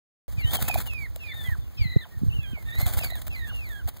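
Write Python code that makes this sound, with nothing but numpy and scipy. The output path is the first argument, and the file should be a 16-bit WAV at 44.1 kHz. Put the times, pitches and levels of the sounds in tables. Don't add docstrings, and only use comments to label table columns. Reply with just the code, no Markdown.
import sys
import numpy as np
from scipy import signal
from scipy.fft import rfft, irfft, next_fast_len
from scipy.io import wavfile
from scipy.ndimage import uniform_filter1d, map_coordinates

SR = 44100
rng = np.random.default_rng(int(sys.argv[2]) if len(sys.argv) > 2 else 0)


def gain_from_db(level_db):
    decades = np.asarray(level_db, float) / 20
    return 10 ** decades


def inscribe(sig):
    pcm = np.round(np.clip(np.atleast_2d(sig).T, -1, 1) * 32767)
    wavfile.write(sys.argv[1], SR, pcm.astype(np.int16))


N = 176400


def unit(x):
    return x / np.sqrt(np.mean(x ** 2) + 1e-20)


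def filtered(x, response):
    m = next_fast_len(N + 8192)
    return irfft(rfft(x, m) * response(np.fft.rfftfreq(m, 1 / SR)), m)[..., :N]


def noise(points, channels=2):
    f, db = np.transpose(points)
    white = rng.standard_normal((channels, N))
    return unit(filtered(white, lambda hz: gain_from_db(np.interp(np.log(hz + 1), np.log(f), db, left=-120))))


def wobble(knots_per_s):
    knots = rng.standard_normal(int(N * knots_per_s / SR) + 4)
    return map_coordinates(knots, [np.arange(N) * knots_per_s / SR])


def curve(rows):
    return np.interp(np.arange(N) / SR, *np.transpose(rows))


def add(track, start_s, sound):
    at = round(start_s * SR)
    track[..., at:at + sound.shape[-1]] += sound[..., :N - at]


SWOOP_RISE = 0.3


def swoop(hz, length_s, sag):
    u = np.arange(round(length_s * SR)) / (length_s * SR)
    rise = np.sin(np.pi / 2 * np.minimum(u / SWOOP_RISE, 1)) ** 2
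    fall = np.cos(np.pi / 2 * np.maximum(u - SWOOP_RISE, 0) / (1 - SWOOP_RISE)) ** 2.2
    return rise * fall * np.sin(2 * np.pi * hz * length_s * (u - sag * u * u / 2))


# [f/Hz, level per Hz/dB]
HISS_SPECTRUM = [(150, 4), (1500, -16), (4000, -18.5), (6000, -24), (11000, -30), (15300, -15.5)]


def floor_hiss():
    return gain_from_db(-56) * noise(HISS_SPECTRUM)


# [t/s, level/dB]
WIND_STRENGTH = [(.28, -32), (.45, -27), (.6, -26), (1.25, -35), (1.6, -32), (1.72, -41), (1.85, -27.5),
                 (2.08, -44.5), (2.25, -23), (2.6, -35.5), (2.85, -25), (3.2, -32.5), (3.85, -32.5),
                 (4, -45.5)]
# [f/Hz, level per Hz/dB]
RUMBLE_SPECTRUM = [(25, -47), (45, 2), (70, 3.5), (120, -4), (200, -21.5), (400, -34.5), (900, -56.5)]


def wind_rumble():
    lumps = gain_from_db(2 * np.array([wobble(22.64), wobble(22.074)]))
    port_gain = gain_from_db([[-17], [0]])
    return gain_from_db(curve(WIND_STRENGTH)) * unit(lumps * noise(RUMBLE_SPECTRUM)) * port_gain


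# [crest t/s, peak level/dB, f/Hz]
EDDY_HITS = [(.384, -15, 103), (0.45, -9, 98), (0.629, -16, 97), (.782, -24, 88), (1.488, -14, 100),
             (1.523, -14, 83), (1.59, -17, 89), (1.798, -16, 95), (1.817, -9, 86), (1.858, -13, 122),
             (1.963, -13.5, 332), (1.966, -3.5, 124), (2.175, -20.5, 88.5), (2.221, -17, 156),
             (2.235, -12, 208), (2.267, -15, 130), (2.286, -13, 105), (2.35, -18, 71), (2.39, -13.5, 112),
             (2.516, -21, 87), (2.534, -22, 207), (2.654, -21, 96), (2.789, -12.5, 88.5), (2.831, -12, 110),
             (2.866, -9.5, 88), (2.973, -14.5, 76)]


def wind_eddies():
    out = np.zeros((2, N))
    for crest_s, db, hz in EDDY_HITS:
        length_s = 2.32 / hz
        add(out[1], crest_s - SWOOP_RISE * length_s, gain_from_db(db) * swoop(hz, length_s, sag=0.22))
    return out


def hillside(x):
    t60_s, gap_s = 0.11, 0.004
    t = np.arange(SR // 4) / SR
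    tail = rng.standard_normal((2, len(t))) * gain_from_db(-60 * t / t60_s) * (t > gap_s)
    return signal.fftconvolve(x, tail / np.linalg.norm(tail[0]), axes=1)[:, :N]


# [t/s, f/Hz]
EARLY_WHISTLES = [
    [(0.375, 2493), (0.399, 2330), (0.419, 2120), (0.459, 1830), (0.507, 1820), (0.525, 1850)],
    [(0.415, 2690), (0.459, 3020), (0.499, 3154), (0.511, 3470), (0.521, 3694), (0.595, 2970)],
    [(0.657, 2643), (0.71, 2506), (0.746, 2400), (0.784, 2520)],
    [(0.866, 3020), (0.906, 2653), (1.05, 2160), (1.068, 1820)],
    [(1.195, 2843), (1.207, 2710), (1.229, 2685), (1.241, 2494), (1.301, 2295), (1.335, 1890)],
    [(1.265, 2154), (1.279, 1838), (1.291, 1735), (1.363, 1844), (1.409, 1776), (1.451, 1710),
     (1.489, 1528)],
    [(1.441, 1944), (1.467, 2050), (1.485, 1984), (1.521, 1832), (1.552, 1515)],
    [(1.776, 2620), (1.81, 2333), (1.86, 2020), (1.932, 1970), (2.001, 2014), (2.049, 1596)],
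    [(2.111, 1870), (2.189, 1790)],
]
LATE_WHISTLES = [
    [(2.299, 3000), (2.311, 2680), (2.329, 2700), (2.341, 3060), (2.369, 2840), (2.411, 2670),
     (2.468, 2310)],
    [(2.411, 1630), (2.43, 1740), (2.46, 1580), (2.52, 1600), (2.564, 1400)],
    [(2.532, 2620), (2.56, 2260), (2.62, 2080), (2.65, 1910)],
    [(2.656, 1780), (2.71, 1810), (2.758, 1910), (2.79, 2060), (2.81, 2040), (2.826, 2110), (2.86, 2050)],
    [(2.995, 2720), (3.019, 2650), (3.039, 2350), (3.077, 2200), (3.111, 1940), (3.131, 2010),
     (3.189, 1570)],
    [(3.306, 2720), (3.34, 2480), (3.36, 2090), (3.39, 2020), (3.418, 1870), (3.466, 1790), (3.498, 1610),
     (3.514, 1440)],
    [(3.47, 2570), (3.49, 2800), (3.514, 2900), (3.572, 2800), (3.624, 2530), (3.696, 1850), (3.753, 1650),
     (3.789, 1640), (3.819, 1430)],
]
FAR_WHISTLES = [
    [(1.59, 3610), (1.63, 3530), (1.665, 3270)],
    [(1.63, 3180), (1.66, 2800), (1.71, 2650)],
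]
# [level/dB, swell start to end/dB, overtone level/dB, left lead/ms, final drop/dB]
VOICES = [(-43.5, -11, -10, 0.27, -30), (-38, -0.5, -17, 0.11, -38), (-36, -4.5, -15, 0.08, -36.5),
          (-36.5, -4, -18.5, 0.06, -60), (-39.5, 0.5, -15.5, 0.06, -23), (-46, 5, 0.5, 0.32, -3),
          (-39.5, -2, -18.5, 0.12, -18), (-43.5, -7, 2, -0.0933, 4.5), (-60, -6, -32, 0.055, -30),
          (-45, -5.5, -44, 0.098, -30), (-53.5, -3.5, 3.5, 0.23, 7.5), (-51, -14.5, -18, 0.15, -28),
          (-40, 9, -8, 0.22, -22), (-43, -10.5, 0, 0.17, -17), (-41.5, -1.5, -8, .18, -8),
          (-44, 5, -12, 0.22, -39), (-62, -10, -40, 0.11, -40), (-70, -6, -40, 0.18, -40)]
# [trill depth f/Hz, hoarseness/0-1]
SHAKES = [(10, .1), (20, .25), (50, .6), (15, .1), (15, .1), (10, .1), (15, .15), (85, .15), (5, .1),
          (8, .05), (10, .1), (10, .1), (45, .3), (50, .5), (40, .2), (15, .1), (5, .1), (5, .1)]


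def chick_whistles():
    fade_s, attack_s, release_s = 0.006, 0.03, 0.022
    attack_db, release_db = -9, -7
    drop_s, drop_to_hz = 0.0276, 474
    trill_per_s, trill_crest_s = 35.5, 0.045
    out = np.zeros((2, N))
    quaver, flutter, rasp, shake = wobble(70), wobble(90), wobble(900), wobble(260)
    whistles = EARLY_WHISTLES + LATE_WHISTLES + FAR_WHISTLES
    for rows, voice, (trill_hz, hoarse) in zip(whistles, VOICES, SHAKES):
        db, swell_db, over_db, lead_ms, drop_db = voice
        s, hz = np.transpose(rows)
        first, last = s[0], s[-1]
        at = np.arange(round((first - fade_s) * SR), round((last + drop_s) * SR))
        t = at / SR
        age_s = t - t[0]
        fall = np.clip((t - last) / drop_s, 0, 1)

        pitch = uniform_filter1d(np.interp(t, s, hz), size=200)
        pitch = pitch + 9 * quaver[at] + 90 * hoarse * shake[at]
        trill = np.cos(2 * np.pi * trill_per_s * (t - last + trill_crest_s))
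        pitch = pitch + trill_hz * age_s / (last - first) * trill
        pitch = pitch * (drop_to_hz / hz[-1]) ** (fall ** 0.595)

        corners_s = [first, first + attack_s, last - release_s, last]
        half_db = swell_db / 2
        shape_db = np.interp(t, corners_s, [attack_db - half_db, -half_db, half_db, release_db + half_db])
        gain = gain_from_db(db + shape_db + 1.8 * flutter[at] + drop_db * np.minimum(6 * fall, 1))
        gain = gain * np.clip(age_s / fade_s, 0, 1) * (1 - fall ** 3)
        gain = gain * (1 + rasp[at] * (fall > 0)) * (1 + hoarse * shake[::-1][at])

        lead_cycles = np.outer([0.5, -0.5], pitch) * lead_ms / 1000
        phase = 2 * np.pi * (np.cumsum(pitch) / SR + lead_cycles)
        throat_db = 6.5 * np.maximum(2 * pitch - 4020, 0) / 1000
        over = gain_from_db(over_db - throat_db) * (1 - fall) ** 4
        husk = gain_from_db(min(over_db, -4) - 2) * np.exp(-age_s / 0.09) * (1 + 0.5 * rasp[at])
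        strands = np.sin(1.25 * phase) + 0.5 * np.sin(1.5 * phase)
        add(out, t[0], gain * (np.sin(phase) + over * np.sin(2 * phase) + husk * strands))
    return out


# [t/s, peak level/dB, f/Hz]
WING_WHOOPS = [
    (.284, -49.5, 580),
    (.587, -37, 830),
    (.697, -29, 832),
    (0.756, -23.5, 787),
    (1.161, -43.5, 645),
    (2.806, -40, 740),
    (3.01, -37.5, 752),
    (3.12, -41, 747),
    (3.877, -41.5, 770),
]


def wing_whoops():
    out = np.zeros((2, N))
    for s, db, hz in WING_WHOOPS:
        add(out, s, gain_from_db(db + 2.5) * swoop(hz, length_s=0.01, sag=0.22))
    return out


# [t/s, level/dB]
STIRRING = [(.46, -56), (.53, -42), (.8, -42), (.92, -59), (2.4, -64.5), (2.72, -58.5), (2.8, -43),
            (3.05, -47.5), (3.25, -57), (4, -59)]
# [t/s, length/s, level/dB]
WING_STROKES = [(0.509, 0.025, -43), (0.53, 0.032, -33), (0.602, 0.026, -36), (0.68, 0.0089, -28.5),
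                (0.739, 0.0095, -37.5), (0.773, 0.051, -47), (0.864, 0.011, -40.5), (1.156, 0.006, -51),
                (1.34, 0.19, -52), (2.624, 0.0037, -49), (2.795, 0.04, -42), (2.859, .022, -35),
                (2.925, 0.023, -35.5), (2.97, 0.027, -36.5), (3.032, 0.014, -34.5), (3.1, 0.0047, -42.5),
                (3.154, 0.01, -48.5), (3.215, 0.0044, -38), (3.265, 0.0051, -41), (3.874, 0.018, -35.5),
                (3.966, 0.0071, -47.5)]
# [t/s, level/dB]
SNAPS = [(.536, -28), (.558, -24.5), (0.57, -27), (.626, -23.5), (0.682, -38), (0.69, -40), (0.743, -28),
         (.787, -40), (0.804, -33), (.815, -37), (.821, -44), (0.86, -39), (.936, -35), (1.161, -34),
         (2.432, -45), (2.801, -30), (2.817, -30.5), (2.866, -24), (2.879, -33), (2.937, -24),
         (2.992, -28.5), (3.048, -24), (3.106, -44), (3.156, -29), (3.281, -36), (3.691, -44.5),
         (3.766, -43), (3.985, -47)]


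def stroke_envelopes():
    t = np.arange(N) / SR
    rise_s, fall_s, snap_s = 0.006, 0.005, 0.0011
    stalk_level = gain_from_db(curve(STIRRING) + 3.3 * wobble(30.135))
    air_level = gain_from_db(-1.5) * stalk_level
    for s, length_s, db in WING_STROKES:
        rise = np.clip((t - s) / rise_s + 0.5, 0, 1) ** 2
        stroke = gain_from_db(db) * rise * np.exp(-np.maximum(t - s - length_s, 0) / fall_s)
        stalk_level = stalk_level + stroke
        air_level = air_level + gain_from_db(-7) * stroke
    for s, db in SNAPS:
        snap = gain_from_db(db) * np.exp(-((t - s) / snap_s) ** 2)
        stalk_level = stalk_level + snap
        air_level = air_level + gain_from_db(-13) * snap
    return stalk_level, air_level


# [f/Hz, level per Hz/dB]
STALK_SPECTRUM = [(300, -13), (3500, -1.5), (6000, -14), (8500, 1), (10500, -10.5), (13000, 1.5),
                  (15300, 3.5)]
# [f/Hz, level per Hz/dB]
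AIR_SPECTRUM = [(150, 12.5), (400, -3), (720, 1.3), (1050, -7.5), (2000, -9), (5000, -12.5)]


def wing_thrash():
    stalk_level, air_level = stroke_envelopes()
    crackle = unit(gain_from_db(1.5 * wobble(350) + 2.17 * wobble(90)))
    air = noise(AIR_SPECTRUM, channels=3)
    stalks = noise(STALK_SPECTRUM, channels=3)
    lead_s = -0.027e-3
    common = filtered(stalks[0], lambda hz: np.exp(2j * np.pi * np.outer([0.5, -0.5], hz) * lead_s))
    stalk_noise = unit(0.56 * common + stalks[1:]) * gain_from_db([[-1.2], [1.2]])
    air_noise = air[0] + 0.42 * air[1:]
    return crackle * (stalk_level * stalk_noise + air_level * air_noise)


def scene():
    calls = chick_whistles()
    background = floor_hiss() + wind_rumble() + wind_eddies()
    return background + calls + gain_from_db(-11) * hillside(calls) + wing_whoops() + wing_thrash()


def widened(x):
    cross_gain, lag_samples = 0.8, 16
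    return x - cross_gain * np.pad(x[::-1], ((0, 0), (lag_samples, 0)))[:, :N]


def starved(x):
    hz, _, z = signal.stft(np.array([x[0] + x[1], x[0] - x[1]]) / 2, SR, nperseg=1024)
    band = np.arange(z.shape[1]) // 7 * 7
    frame = np.arange(z.shape[2]) // 3 * 3
    power = uniform_filter1d(np.abs(z) ** 2, size=7, axis=1)
    power = np.abs(uniform_filter1d(power, size=4, axis=2))
    whim_db = 3 * unit(uniform_filter1d(rng.standard_normal(z.shape[1:]), size=5, axis=1))
    masked = power < gain_from_db(2 * (-4.5 + whim_db)) * power[::-1]
    lost = masked & (power < np.median(power, axis=(0, 1)))
    lost = lost[:, np.minimum(band + 3, band[-1])][:, :, frame]
    lost = lost & (hz[:, None] > 1800)
    mid, side = signal.istft(z * ~lost, SR, nperseg=1024)[1][:, :N]
    return np.array([mid + side, mid - side])


def top_cut(x):
    return signal.sosfilt(signal.butter(12, 16820, fs=SR, output="sos"), x)


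def record(dry):
    top_hz, start_s = 15550, 0.28
    wide = filtered(widened(dry), lambda hz: gain_from_db(-30 * np.maximum(hz - top_hz, 0) / 500))
    mix = starved(wide) * (np.arange(N) / SR > start_s)
    return top_cut(mix)


dry = scene()
out = record(dry)
inscribe(out)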